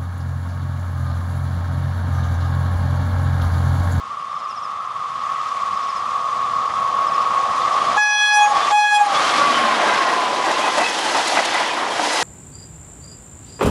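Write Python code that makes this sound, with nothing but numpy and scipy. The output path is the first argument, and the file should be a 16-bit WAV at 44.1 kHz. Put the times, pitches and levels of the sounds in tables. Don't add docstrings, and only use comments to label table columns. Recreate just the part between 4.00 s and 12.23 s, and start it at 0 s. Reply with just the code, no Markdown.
import sys
import numpy as np
from scipy import signal
from scipy.fft import rfft, irfft, next_fast_len
from scipy.io import wavfile
from scipy.ndimage import uniform_filter1d

SR = 44100
rng = np.random.default_rng(int(sys.argv[2]) if len(sys.argv) > 2 else 0)


def put_to_file(sound):
    columns = np.atleast_2d(sound).T
    safe = np.clip(columns, -1, 1)
    whole_steps = np.round(safe * 32767)
    wavfile.write(sys.argv[1], SR, whole_steps.astype(np.int16))


def gain_from_db(level_db):
    decades = np.asarray(level_db, float) / 20
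    return 10 ** decades


N = 362943

ARRIVAL_S = 5.11
# pitch_hz, width_hz, relative level_db
WHEEL_RINGS = [(1577, 160, 0), (1975, 110, 0.5), (2496, 190, -7.5), (3250, 180, -11)]


def rms_one(x):
    return x / np.sqrt(np.mean(x ** 2) + 1e-20)


def band_pass(x, order, range_hz):
    return rms_one(signal.sosfilt(signal.butter(order, range_hz, "band", fs=SR, output="sos"), x))


def in_time(rows):
    s, *columns = np.transpose(rows)
    at = np.arange(max(int(s[0] * SR), 0), min(int(s[-1] * SR), N))
    return [at] + [np.interp(at / SR, s, c) for c in columns]


def drift(rate_hz):
    r = np.exp(-80 * np.pi * rate_hz / SR)
    white = rng.standard_normal(N // 40 + 2002)
    slow = signal.lfilter([1], [1, -2 * r, r * r], white)[2000:]
    return np.interp(np.arange(N) / 40, np.arange(len(slow)), rms_one(slow))


def resonant_noise(hz, width_hz):
    r = np.exp(-np.pi * width_hz / SR)
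    section = [1, 0, -1, 1, -2 * r * np.cos(2 * np.pi * hz / SR), r * r]
    return rms_one(signal.sosfilt([section, section], rng.standard_normal(N)))


def tone(hz, db):
    return np.sqrt(2) * gain_from_db(db) * np.sin(2 * np.pi * np.cumsum(hz) / SR)


def ringing(modes, level_db, flicker_db, flicker_hz):
    out = 0
    for hz, width_hz, db in modes:
        out = out + gain_from_db(db + flicker_db * drift(flicker_hz)) * resonant_noise(hz, width_hz)
    return gain_from_db(level_db) * out


def range_levels(bogies_db, wheels_db, treble_db, far):
    # time_s, level_db
    wind = [(0, -54), (0.5, -55.5), (2.2, -53), (3, -45.5), (3.6, -51.5), (4.1, -42.5), (4.6, -51),
            (5.2, -46.5), (6.2, -56.5), (7.7, -56), (8.23, -56)]
    # time_s, level_db
    rush = [(0, -1.5), (3.9, 0), (5.05, 0.5), (5.3, 1.5), (5.55, 2.5), (5.8, -1), (6.2, 1.5), (6.8, 1),
            (7.4, 2), (8.23, -1)]
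    rumble_db, ground_loss_db = -4, 9.5
    air_db, air_loss_db = -8.5, 3
    wind_db = np.resize(in_time(wind)[1], N) + 2.7 * drift(7.1)
    wind_db = wind_db + 0.3 * 20 * np.log10(dip())
    rumble = bogies_db + rumble_db - ground_loss_db * far
    upper_middle = (wheels_db + treble_db) / 2 + np.resize(in_time(rush)[1], N)
    air = treble_db + air_db - air_loss_db * far
    return [wind_db, rumble, bogies_db, wheels_db, upper_middle, treble_db, air]


def roar(levels_db, patchy_db):
    # pitch_hz, relative level_db per Hz
    colour = [(18, -72), (30, -49), (190, -23), (274, -14.5), (326, -9.5), (378, -12), (698, 2), (829, 3.5),
              (1030, -1), (1260, -1), (1390, -3), (1960, -3.5), (2220, -5.5), (4870, -11.5), (10700, -18),
              (13900, -23), (22000, -120)]
    # low_hz, high_hz
    ranges = [(40, 150), (190, 420), (520, 760), (1850, 2350), (3550, 4000), (6050, 6500), (8600, 9000)]
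    size = next_fast_len(N)
    hz = np.arange(1, size // 2 + 2) * SR / size
    colour_hz, colour_db = np.transpose(colour)
    spectrum = rfft(rng.standard_normal(size)) * gain_from_db(np.interp(np.log(hz), np.log(colour_hz), colour_db))
    centres = np.log(np.sqrt(np.prod(ranges, axis=1)))
    together, out = drift(25.0), 0
    for k, (low, high) in enumerate(ranges):
        inside = (hz > low) & (hz < high)
        unit = np.sqrt(2 * np.sum(np.abs(spectrum[inside]) ** 2)) / size
        share = np.interp(np.log(hz), centres, np.arange(len(centres)) == k)
        level_db = levels_db[k] + patchy_db * (.5 * together + drift(33))
        out = out + irfft(spectrum * share, size)[:N] / unit * gain_from_db(level_db)
    return out


def wheels(wheels_db, coaches):
    # pitch_hz, width_hz, level_db over the wheels' level
    modes = [(747, 58, -24), (1610, 190, -26), (2014, 65, -30), (2640, 120, -31), (3180, 400, -9.5),
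             (4650, 130, -29), (5140, 280, -17)]
    riding = ringing(modes, wheels_db, flicker_db=2.0, flicker_hz=4.0)
    coach_wheels = ringing(WHEEL_RINGS, wheels_db - 8, flicker_db=3.5, flicker_hz=3.8)
    return riding + coaches * coach_wheels


def passing(x):
    # time_s, pitch_ratio
    pitch_drop = [(0, 0.99), (5.3, 0.97), (5.8, 0.93), (6.3, .89), (8.23, 0.81)]
    at, ratio = in_time(pitch_drop)
    return np.interp(np.cumsum(np.resize(ratio, N)), np.arange(N), x)


def rail_song(rail_db, coaches):
    # pitch_hz, width_hz, relative level_db
    modes = [(972, 60, -15.5), (1077, 70, -2), (1136, 44, -1.5), (1173.7, 52, 1.5), (1218, 49, -0.5),
             (1261.6, 46, -3.5), (1315, 48, -5.5), (1385, 34, -12.5), (3250, 200, -25.5),
             (3590, 210, -20.5)]
    song = passing(ringing(modes, -10.5, flicker_db=1.0, flicker_hz=31.0))
    return gain_from_db(rail_db + 3 * coaches * drift(20)) * song


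def whine():
    # time_s, pitch_hz, level_db
    front = [(0, 1106, -36), (1, 1106, -31), (2, 1105, -25.5), (2.6, 1105.5, -23), (3.95, 1105, -22.5),
             (4.6, 1104, -25), (5.1, 1095, -40)]
    # time_s, pitch_hz, level_db
    hum = [(0, 500.6, -66), (1, 500.6, -57), (3.9, 500.6, -45), (4, 500.6, -65), (4.1, 500.6, -80)]
    # pass_s, pitch_hz, level_db, fade_db_per_s away from pass_s, start_s, stop_s
    bogie_tones = [(5.66, 1078, -21.5, -4, 4.6, 4.8), (5.62, 1072, -30, 8, 5.06, 5.38),
                   (5.62, 1078, -22, 6, 5.37, 5.76), (5.62, 1078, -27, -8, 5.76, 5.95),
                   (6.01, 1078, -20.5, -20, 5.96, 6.5), (6.3, 1112, -25, -12, 6.5, 6.8),
                   (5.65, 231, -33.5, -44, 5.2, 6.25)]
    speed_m_s, distance_m = 27, 4.5
    out, tremble_hz, waver_db = np.zeros(N), 1.0 * drift(11.7), 0.9 * drift(8.0)
    for rows in [front, hum]:
        at, hz, db = in_time(rows)
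        out[at] += tone(hz + tremble_hz[at], db + waver_db[at])
    swell_db, rough_hz = 3 * drift(25), 11.0 * drift(60)
    for pass_s, hz, db, fade_db_per_s, start, stop in bogie_tones:
        at = np.arange(int(start * SR), int(stop * SR))
        along_m = speed_m_s * (at / SR - pass_s)
        shift = 1 - speed_m_s / 343 * along_m / np.hypot(along_m, distance_m)
        level_db = db + fade_db_per_s * np.abs(at / SR - pass_s) + swell_db[at]
        edges = signal.windows.tukey(len(at), .06 * SR / len(at))
        out[at] += tone(hz * shift + rough_hz[at], level_db) * edges
    return out


def insect():
    # time_s, level_db
    loudness = [(0, -71), (2, -68.5), (3.6, -60), (3.95, -60), (4, -102), (8.23, -103)]
    at, db = in_time(loudness)
    return np.resize(gain_from_db(db), N) * resonant_noise(hz=9500, width_hz=70) * gain_from_db(1.6 * drift(14))


def bird():
    # start_s, length_s, start_hz, end_hz, level_db
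    notes = [(.305, .025, 5800, 5150, -53.5), (.346, .022, 5700, 5100, -52.5),
             (.378, .035, 5750, 4900, -52), (.425, .035, 5800, 4780, -49.5), (.48, 0.059, 2800, 2740, -49),
             (.482, .046, 6230, 4900, -44), (0.55, 0.042, 6100, 4900, -43), (0.62, .044, 6000, 4940, -43.5),
             (1.757, 0.034, 5600, 4850, -49), (1.812, 0.036, 5750, 4950, -45),
             (1.877, .038, 5900, 4950, -42), (1.948, .038, 5800, 4900, -43), (2.958, .025, 5600, 5000, -48),
             (3.012, 0.028, 5600, 4600, -45), (3.066, 0.032, 5750, 4950, -40.5),
             (3.128, 0.036, 5850, 4950, -41), (3.198, .032, 5650, 5000, -42)]
    out = np.zeros(N)
    for s, length, start_hz, end_hz, db in notes:
        part = np.linspace(0, 1, int(length * SR))
        hz = end_hz + (start_hz - end_hz) * (1 - part) ** 1.3
        swell = np.abs(np.sin(np.pi * part ** 1.5)) ** 0.57
        out[int(s * SR):int(s * SR) + len(part)] += tone(hz, db) * swell
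    return out


def squeals():
    # start_s, length_s, start_hz, end_hz, level_db
    cries = [(3.6, .06, 3600, 3560, -42), (3.6, .05, 4600, 4560, -44), (3.73, .05, 3480, 3440, -41),
             (3.79, .04, 3300, 3280, -43), (4.548, .04, 3330, 3450, -33), (4.6, .07, 3500, 3480, -31),
             (4.69, .03, 3620, 3580, -33), (5.14, .05, 3350, 3480, -31), (5.23, .06, 3050, 3200, -33),
             (5.29, .04, 3320, 3300, -33), (5.3, .1, 2150, 2200, -33), (5.42, .05, 2070, 2040, -32),
             (5.45, .12, 2450, 2380, -35), (5.51, .08, 3100, 3030, -30), (5.6, .1, 3130, 2850, -36),
             (5.72, .04, 3700, 3680, -35), (5.89, .03, 3900, 3850, -34), (6.0, .15, 1960, 1860, -32),
             (5.74, .26, 1620, 1560, -31), (5.86, .12, 2080, 2010, -31), (6.44, .1, 1920, 1870, -31),
             (6.52, .05, 2700, 2680, -36), (6.58, .06, 3330, 3300, -37), (6.6, .13, 2550, 2480, -35),
             (6.77, .15, 2690, 2520, -31), (6.85, .07, 3380, 3330, -37), (6.86, .06, 1950, 1950, -33),
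             (6.94, .17, 3200, 3050, -35), (7.08, .03, 4280, 4200, -33), (7.25, .07, 2080, 2000, -33),
             (7.35, .07, 2050, 1980, -32), (7.52, .06, 2050, 2000, -33), (7.51, .06, 3600, 3560, -36),
             (7.69, .05, 2480, 2450, -32), (7.76, .07, 1960, 1900, -34), (7.915, .035, 3270, 3230, -33),
             (8.02, .05, 2680, 2640, -36), (8.03, .07, 4440, 4400, -39), (8.03, .2, 5050, 4990, -38),
             (8.1, .08, 3980, 3930, -36)]
    out, stick_hz, stick_db = np.zeros(N), 28.0 * drift(120), 3.0 * drift(70)
    for s, length, start_hz, end_hz, db in cries:
        at = np.arange(int(s * SR), min(int((s + length) * SR), N))
        part = np.linspace(0, 1, len(at))
        hz = start_hz + (end_hz - start_hz) * part + stick_hz[at]
        out[at] += tone(hz, db + stick_db[at]) * np.sqrt(np.abs(np.sin(np.pi * part)))
    return out


def horn():
    # time_s, pitch_hz, fundamental_db, second_db,
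    # third_db, middle_db (fourth partial), upper_db (seventh partial)
    blasts = [
        [(3.958, 810.0, -37, -60, -60, -60, -60), (3.968, 827.6, -15, -40, -45, -42, -48),
         (3.98, 840.1, -20, -17, -26, -33, -39), (4.02, 840.4, -25, -17, -26, -33, -32),
         (4.1, 837.5, -28, -17, -25, -34, -33), (4.16, 837.4, -26, -21, -25, -27, -30),
         (4.19, 837.4, -34, -19, -24, -25, -31), (4.22, 837.5, -26, -17, -23, -23, -31),
         (4.27, 837.6, -31, -18, -25, -24, -35), (4.35, 837.6, -18, -16, -23, -32, -28),
         (4.4, 835.4, -14, -20, -23, -26, -37), (4.44, 833, -12, -21, -22, -30, -43),
         (4.46, 832.5, -14, -24, -27, -38, -46), (4.475, 832, -13, -26, -46, -48, -50),
         (4.5, 836, -25, -40, -52, -52, -52), (4.522, 824, -15, -44, -52, -55, -55),
         (4.54, 820, -36, -50, -55, -58, -58), (4.56, 815, -20, -55, -58, -58, -58),
         (4.575, 815, -33, -58, -60, -60, -60), (4.585, 815, -22, -60, -60, -60, -60),
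         (4.6, 805, -34, -60, -60, -60, -60)],
        [(4.695, 815.0, -46, -60, -60, -60, -60), (4.712, 829, -17, -37, -43, -43, -59),
         (4.728, 832.9, -12, -25, -32, -35, -50), (4.77, 838.5, -15, -29, -24, -30, -38),
         (4.81, 836.6, -17, -23, -25, -35, -37), (4.85, 835.4, -19, -20, -29, -29, -41),
         (4.9, 834.5, -27, -17, -27, -32, -42), (4.93, 834.4, -17, -18, -24, -30, -42),
         (4.96, 833, -15, -26, -24, -24, -35), (4.98, 832, -14, -33, -25, -33, -46),
         (4.998, 832.4, -20, -23, -29, -38, -50), (5.016, 826, -9.5, -24, -31, -46, -60),
         (5.032, 826, -15, -29, -36, -52, -60), (5.058, 827, -27, -35, -50, -52, -60),
         (5.07, 815, -14, -45, -50, -52, -60), (5.09, 803, -28, -45, -52, -55, -60),
         (5.102, 804, -19, -45, -52, -55, -60), (5.116, 794, -24, -48, -55, -55, -60),
         (5.13, 790, -20, -50, -55, -55, -60), (5.145, 780.0, -38, -60, -60, -60, -60)],
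    ]
    # time_s, fifth_db, sixth_db, eighth_db, ninth_db, topmost_db
    high_blasts = [
        [(3.97, -46, -50, -41, -50, -54), (3.994, -41, -43, -48, -44, -61), (4.03, -42, -36, -54, -55, -51),
         (4.09, -43, -42, -58, -53, -57), (4.166, -38, -40, -58, -59, -52), (4.23, -36, -42, -56, -43, -50.5),
         (4.288, -35, -38, -60, -47, -44.5), (4.316, -36, -35, -56, -53, -54), (4.35, -39, -33, -51, -39, -43),
         (4.376, -43, -46, -51, -43, -43), (4.4, -38, -41, -49, -50, -51), (4.434, -46, -57, -35, -48, -48),
         (4.47, -55, -48, -41, -56, -57), (4.52, -49, -49, -46, -54, -52)],
        [(4.71, -49, -49, -47, -51, -51), (4.728, -49, -50, -45, -39, -51), (4.762, -43, -45, -56, -44, -49),
         (4.782, -45, -44, -53, -42, -51), (4.804, -36, -39, -51, -46, -51), (4.826, -35, -44, -55, -45, -53),
         (4.86, -48, -46, -49, -49, -52), (4.89, -38, -52, -53, -42, -52), (4.926, -40, -42, -46, -42, -48),
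         (4.968, -39, -37, -49, -36, -42.5), (4.986, -54, -56, -53, -41, -54), (5.008, -48, -59, -46, -40, -52),
         (5.036, -56, -54, -52, -52, -55), (5.07, -39, -48, -51, -54, -49)],
    ]
    offsets_db = [0.5, 0, 0, 0.5, 2, 2, 0.5, 4, 0.5, -4, 2, 0, -1.5]
    follows = [0, 1, 2, 3, 5, 6, 4, 7, 8, 9, 9, 9, 9]
    out = np.zeros(N)
    flutter_db = [(1.05 + 0.099 * k) * drift(31) for k in range(len(offsets_db))]
    escaping_air = band_pass(rng.standard_normal(N), 1, [3500, 7400])
    for rows, high in zip(blasts, high_blasts):
        at, hz, *levels_db = in_time(rows)
        s, *columns = np.transpose(high)
        levels_db += [np.interp(at / SR, s, c, left=-70, right=-70) for c in columns]
        blast = 0
        for k, db in enumerate(offsets_db):
            blast = blast + tone((k + 1) * hz, levels_db[follows[k]] + db + flutter_db[k][at])
        blast += gain_from_db((levels_db[0] + levels_db[1]) / 2 - 24.5) * escaping_air[at]
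        out[at] += blast * signal.windows.tukey(len(at), .03)
    return out


def embankment(x):
    # delay_s, level_db
    echoes = [(.037, -37), (0.063, -27), (.11, -36), (.17, -35)]
    return x + sum(gain_from_db(db) * np.roll(x, int(delay * SR)) for delay, db in echoes)


def dip():
    # start_s, return_start_s, back_s, depth_db
    dips = [(3.97, 4.323, 4.556, -17.5), (4.714, 4.907, 5.165, -18.5)]
    fall_s = 0.032
    t = np.arange(N) / SR
    return gain_from_db(sum(np.interp(t, [s, s + fall_s, ease, back], [0, db, db, 0]) for s, ease, back, db in dips))


def locomotive(wheels_db):
    # pitch_hz, width_hz, level_db over the wheels' level
    modes = [(601, 75, -4), (690, 63, -4), (829, 77, -10), (1400, 55, -4.5), (1568, 110, -4.5)]
    return ringing(modes, wheels_db, flicker_db=4.0, flicker_hz=8.5)


def glints(level_db):
    per_s, loudest_db, low_hz, high_hz = 60, -4, 550, 4500
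    out = np.zeros(N + SR)
    count = int(per_s * (N / SR - ARRIVAL_S))
    for when, pitch, span, size in rng.random((count, 4)):
        start = int(ARRIVAL_S * SR + when * (N - ARRIVAL_S * SR))
        part = np.linspace(0, 1, int((0.031 + 0.07 * span) * SR))
        hz = low_hz * (high_hz / low_hz) ** pitch
        db = loudest_db - 6.9 * size - 11.0 * pitch
        out[start:start + len(part)] += tone(hz * (1 - 0.016 * part), db) * np.sin(np.pi * part)
    return gain_from_db(level_db) * out[:N]


def joints():
    # start_s, thump_db, crack_db, thump_hz, length_s
    blows = [(6.461, -19, -42, 720, 0.079), (6.508, -27, -35, 730, 0.016), (6.583, -20.5, -42, 695, 0.032),
             (6.636, -19, -39, 800, 0.024), (6.655, -18, -49, 824, 0.06), (6.764, -20, -32, 710, 0.024),
             (6.776, -15.5, -26, 700, 0.037), (6.804, -17, -31, 794, 0.04), (6.886, -34, -32, 799, 0.022),
             (6.98, -26, -29, 800, 0.022), (7.047, -23.5, -42, 800, 0.067), (7.144, -16.5, -34, 835, 0.028),
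             (7.162, -20.5, -28, 770, 0.057), (7.27, -24, -23, 686, 0.17), (7.343, -30.5, -38, 810, 0.03),
             (7.369, -13, -36, 814, 0.015), (7.387, -16.5, -48, 690, 0.029), (7.088, -40, -34, 800, .02),
             (7.446, -49, -25, 802, .02), (7.534, -22.5, -29, 865, 0.06), (7.592, -21.5, -37, 783, 0.052),
             (7.767, -22, -42, 980, 0.034), (7.791, -23.5, -46, 870, 0.1), (7.914, -25, -39, 830, 0.018),
             (7.991, -19, -38, 654, 0.017), (8.002, -30, -44, 750, 0.019), (8.088, -30, -45, 810, 0.027),
             (8.127, -38, -26, 797, 0.028), (8.22, -25, -26, 743, 0.031)]
    boom_db, knock_db = -11, -13
    out = np.zeros(N)
    bright = band_pass(rng.standard_normal(N), 2, [1800, 9000])
    white = rng.standard_normal(N)
    knock = rms_one(ringing(WHEEL_RINGS, 0, flicker_db=3.0, flicker_hz=19.0))
    boom = band_pass(white, 2, [297, 514])
    rattle = gain_from_db(4 * drift(90))
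    for s, thump_db, crack_db, hz, length in blows:
        at = np.arange(int(s * SR), min(int((s + 2 * length) * SR), N))
        age = (at / SR - s) / length
        dull = band_pass(white[at], 2, [0.77 * hz, 1.32 * hz])
        envelope = uniform_filter1d(np.abs(signal.hilbert(dull)), size=120)
        dull = rms_one(dull / (0.75 + envelope))
        thump = dull + gain_from_db(boom_db) * boom[at] + gain_from_db(knock_db) * knock[at] * rattle[at]
        out[at] += gain_from_db(thump_db) * thump * np.sin(np.pi * np.clip(age / 1.02, 0, 1) ** 0.66)
        out[at] += gain_from_db(crack_db) * bright[at] * np.sin(np.pi * np.clip(age * length / 0.02, 0, 1))
    return out


def scene():
    # time_s, bogie_range_db, wheel_range_db, treble_db, rail_song_db
    rolling = [(0, -48.5, -51, -62.5, -26), (0.9, -47, -50, -62.5, -23), (1.45, -44.5, -44.5, -55.5, -21.5),
               (2.36, -41, -45.5, -55.5, -20), (2.96, -35.5, -43, -54.5, -19), (3.55, -34, -40, -50.5, -17),
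               (3.95, -29.5, -36.5, -47, -15.5), (4.65, -29.5, -33.5, -44.5, -18),
               (5.25, -29, -30, -41, -16), (5.66, -30.5, -29, -44.5, -20), (5.9, -27, -28.5, -44, -19),
               (6.3, -29, -35, -46.5, -21), (6.6, -31, -33, -43.5, -25.5), (6.9, -31, -33, -41, -31),
               (7.3, -30.5, -32.5, -39, -28), (7.6, -32, -30, -43, -24), (7.85, -33.5, -35.5, -48, -25.5),
               (8.05, -29.5, -32.5, -39.5, -25), (8.23, -29.5, -30.5, -36, -27.5)]
    at, bogies_db, wheels_db, treble_db, rail_db = [np.resize(c, N) for c in in_time(rolling)]
    far = .5 - .5 * np.tanh((np.arange(N) / SR - ARRIVAL_S) / 0.24)
    coaches = np.clip((at / SR - 6.16) / 0.33, 0, 1)
    train = roar(range_levels(bogies_db, wheels_db, treble_db, far), patchy_db=1.0)
    train += wheels(wheels_db, coaches) + rail_song(rail_db, coaches) + whine()
    train += (1 - far) * (1 - coaches) * locomotive(wheels_db)
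    train += squeals() + glints(wheels_db) + joints()
    rest = train + insect() + bird()
    return (dip() * rest + embankment(horn()))[None]


def top_cut(x):
    return signal.sosfilt(signal.butter(12, 10930, fs=SR, output="sos"), x)


def record(dry):
    return top_cut(dry)


dry = scene()
out = record(dry)
put_to_file(out)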